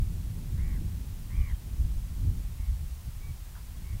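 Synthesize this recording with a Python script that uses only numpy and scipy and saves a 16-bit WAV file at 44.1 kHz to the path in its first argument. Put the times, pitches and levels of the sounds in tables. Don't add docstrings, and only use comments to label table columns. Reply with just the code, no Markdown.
import sys
import numpy as np
from scipy import signal
from scipy.fft import rfft, irfft
from scipy.io import wavfile
from scipy.ndimage import uniform_filter1d

SR = 44100
rng = np.random.default_rng(int(sys.argv[2]) if len(sys.argv) > 2 else 0)


def to_wav(sig):
    pcm = np.clip(np.atleast_2d(sig), -1, 1) * 32767
    pcm = np.round(pcm).astype(np.int16)
    wavfile.write(sys.argv[1], SR, pcm.T)


N = 176400
T = np.arange(N) / SR


def lapwing():
    # (start [s], length [s], top pitch [Hz], level [dB], arch depth [share of pitch],
    #  buzz [0-1], rasp [0-1], swell over the call [dB])
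    mews = [(.567, .224, 1160, -58.5, .26, .76, .72, -1), (1.288, .248, 1210, -56, .29, .87, .42, 7),
            (2.570, .145, 1130, -66, .08, .68, .5, 3), (3.198, .135, 1148, -62.4, .06, .1, .1, 0),
            (3.828, .136, 1132, -62.4, .06, .65, .3, 2)]
    out = np.zeros(N)
    for start, *call in mews:
        add(out, start, mew(*call))
    return out


def mew(length, top_hz, db, arch, buzz, rasp, swell_db):
    # (harmonic [number], relative level [dB])
    harmonics = [(1, -8), (2, 0), (3, -21)]
    buzz_hz, rasp_hz, fade_s = 82, 272.7, .02
    rise, decay, scoop_span = .2, .7, .3
    t = np.arange(0, length, 1 / SR)
    progress = t / length
    cycle = np.cumsum(buzz_hz * (1 + .05 * drift(len(t), 55))) / SR % 1
    pulse = unit((1 - np.exp(-cycle / rise)) * np.exp(-cycle / decay) * (1 - cycle) ** .52)
    arch_hz = top_hz * (1 - arch * abs(2 * progress ** .92 - 1) ** 2.9)
    jitter = .011 * drift(len(t), 250)
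    scoop = .15 * np.exp(-(cycle / scoop_span) ** 2)
    hz = arch_hz * (1 + buzz * (jitter - scoop))
    phase = 2 * np.pi * np.cumsum(hz) / SR
    rasp_phase = 2 * np.pi * np.cumsum(rasp_hz * (1 + .056 * drift(len(t), 89))) / SR
    modulator = rasp / 2 * np.exp(-1j * rasp_phase)
    tone = unit(sum(amp(level) * np.exp(k * (1j * phase + modulator)).real for k, level in harmonics))
    fade = np.clip(np.minimum(t, length - t) / fade_s, 0, 1)
    envelope = amp(db + swell_db * (progress - .5)) * fade
    return envelope * (1 - buzz + buzz * pulse) * tone


def wind():
    # (time [s], level [dB])
    rumble_levels = [(0, -31.5), (.3, -32.5), (.42, -39.5), (.6, -28), (.8, -30.5), (1.0, -35.5),
                     (1.25, -37.5), (1.45, -32.5), (1.6, -44.5), (1.75, -33.5), (1.95, -29), (2.08, -37),
                     (2.3, -29.5), (2.52, -36.5), (2.75, -32), (3.02, -41), (3.3, -35.5), (3.45, -42.5),
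                     (3.7, -39), (4, -36)]
    flutter_levels = [(0, -42.5), (.3, -41), (.55, -40), (.85, -39.5), (1.1, -45), (1.38, -45),
                      (1.6, -48.5), (1.82, -40.5), (2.05, -50.5), (2.27, -37.5), (2.5, -49), (2.75, -57),
                      (2.95, -52), (3.28, -50.5), (3.45, -58), (3.7, -54.5), (3.82, -48), (4, -57)]
    # (frequency [Hz], relative level [dB])
    rumble_spectrum = [(10, -11), (22, -1.5), (45, 3.5), (85, -2), (112, -10.5), (160, -18), (300, -46),
                       (600, -49)]
    flutter_spectrum = [(60, -18.5), (95, 4.5), (125, -2), (170, -3), (220, -9.5), (300, -17), (420, -25.5),
                        (700, -40.5), (1500, -58)]
    rumble = noise(rumble_spectrum, steady_s=.0747) * amp(np.interp(T, *np.transpose(rumble_levels)))
    flutter = noise(flutter_spectrum, steady_s=.0664) * amp(np.interp(T, *np.transpose(flutter_levels)))
    return rumble + flutter


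def buffets():
    # (peak time [s], Gaussian half-width [s], level [dB], pitch [Hz])
    eddies = [(0.004, 0.053, -22, 54.6), (0.571, 0.06, -26, 52.3), (1.347, 0.021, -28, 80),
              (1.4, 0.037, -21, 43.5), (1.523, 0.045, -26.5, 46), (1.816, 0.04, -22.5, 52.3),
              (1.836, .05, -23.5, 58.5), (2.264, 0.087, -27, 63.7), (2.599, 0.014, -28, 67),
              (2.706, 0.062, -28.5, 53), (2.832, 0.018, -30.5, 80), (3.084, 0.028, -33, 70),
              (3.305, 0.027, -35.5, 81), (3.946, 0.048, -29, 63)]
    # (frequency [multiple of the pitch], relative level [dB])
    spectrum = [(.25, -16.5), (.6, -1.5), (1, -0.5), (1.5, -0.5), (2.2, -16.5), (4, -32.5), (8, -57)]
    out = np.zeros(N)
    for peak, half_width, db, hz in eddies:
        envelope = amp(db) * np.exp(-2 * ((T - peak) / half_width) ** 2)
        out += envelope * noise(np.multiply(spectrum, [hz, 1]), steady_s=.0201)
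    return out


def knock():
    # (arrival time [s], level [dB], decay time constant [s])
    arrivals = [(3.553, -48.5, .004), (3.563, -51, .009), (3.575, -58.5, .028)]
    # (frequency [Hz], relative level [dB])
    spectrum = [(300, -34), (720, -18), (950, 0), (1200, -2), (1500, 2), (1750, -1), (2050, -20),
                (3200, -14), (5000, -21), (12000, -40)]
    envelope = sum(amp(db) * (T >= start) * np.exp(-np.maximum(T - start, 0) / decay)
                   for start, db, decay in arrivals)
    return envelope * noise(spectrum, steady_s=.0039)


def small_bird():
    # (start [s], length [s], pitch [Hz], level [dB], glide [share of pitch])
    chirps = [(1.35, .025, 3220, -69, .03), (1.402, .028, 2980, -66, -.08),
              (1.487, .026, 3210, -64.5, -.02), (1.54, .022, 3170, -70, -.02), (3.765, .03, 3350, -70, 0)]
    out = np.zeros(N)
    for start, length, hz, db, glide in chirps:
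        progress = np.linspace(0, 1, int(length * SR))
        phase = 2 * np.pi * np.cumsum(hz * (1 + glide * (progress - .5))) / SR
        add(out, start, amp(db) * unit(np.sin(np.pi * progress) * np.sin(phase)))
    return out


def meadow_scatter(direct):
    scatter_db, t60_s = -15, .25
    t = T[:SR // 2]
    tail = rng.standard_normal(len(t)) * amp(-60 * t / t60_s)
    return direct + amp(scatter_db) * signal.fftconvolve(direct, tail / np.linalg.norm(tail))[:N]


def hiss():
    # (frequency [Hz], relative level [dB])
    spectrum = [(30, 14.5), (300, 3), (550, 3), (800, 4.5), (1050, 3.5), (1400, 1), (2000, 0.9),
                (3000, 0.5), (4500, -0.5), (9000, -0.5), (16000, -0.5)]
    return amp(-55.5) * noise(spectrum)


def noise(spectrum, steady_s=0):
    hz, db = np.transpose(spectrum)
    f = np.fft.rfftfreq(N, 1 / SR)
    shape = amp(np.interp(np.log(f + 1), np.log(hz), db, right=-120))
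    x = irfft(rfft(rng.standard_normal(N)) * shape, N)
    if steady_s:
        envelope = abs(signal.hilbert(unit(x)))
        power = uniform_filter1d(envelope ** 2, int(steady_s * SR), mode="wrap")
        levelled = x / np.sqrt(abs(power) + 1e-6)
        x = irfft(np.exp(1j * np.angle(rfft(levelled))) * shape, N)
    return unit(x)


def drift(n, rate_hz):
    f = np.fft.rfftfreq(N, 1 / SR)
    return unit(irfft(rfft(rng.standard_normal(N)) * np.exp(-(f / rate_hz) ** 2), N))[:n]


def amp(db):
    return 10 ** (np.asarray(db) / 20)


def unit(x):
    return x / np.sqrt(np.mean(x ** 2) + 1e-20)


def add(mix, start_s, sound):
    part = mix[round(start_s * SR):][:len(sound)]
    part += sound[:len(part)]


def scene():
    meadow = meadow_scatter(lapwing() + small_bird() + knock())
    return (meadow + wind() + buffets() + hiss())[None]


def record(dry):
    cutoff_hz = 15800
    lowpass = signal.firwin(611, cutoff_hz, window=("kaiser", 9), fs=SR)
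    return signal.oaconvolve(dry, lowpass[None], "same")


dry = scene()
out = record(dry)
to_wav(out)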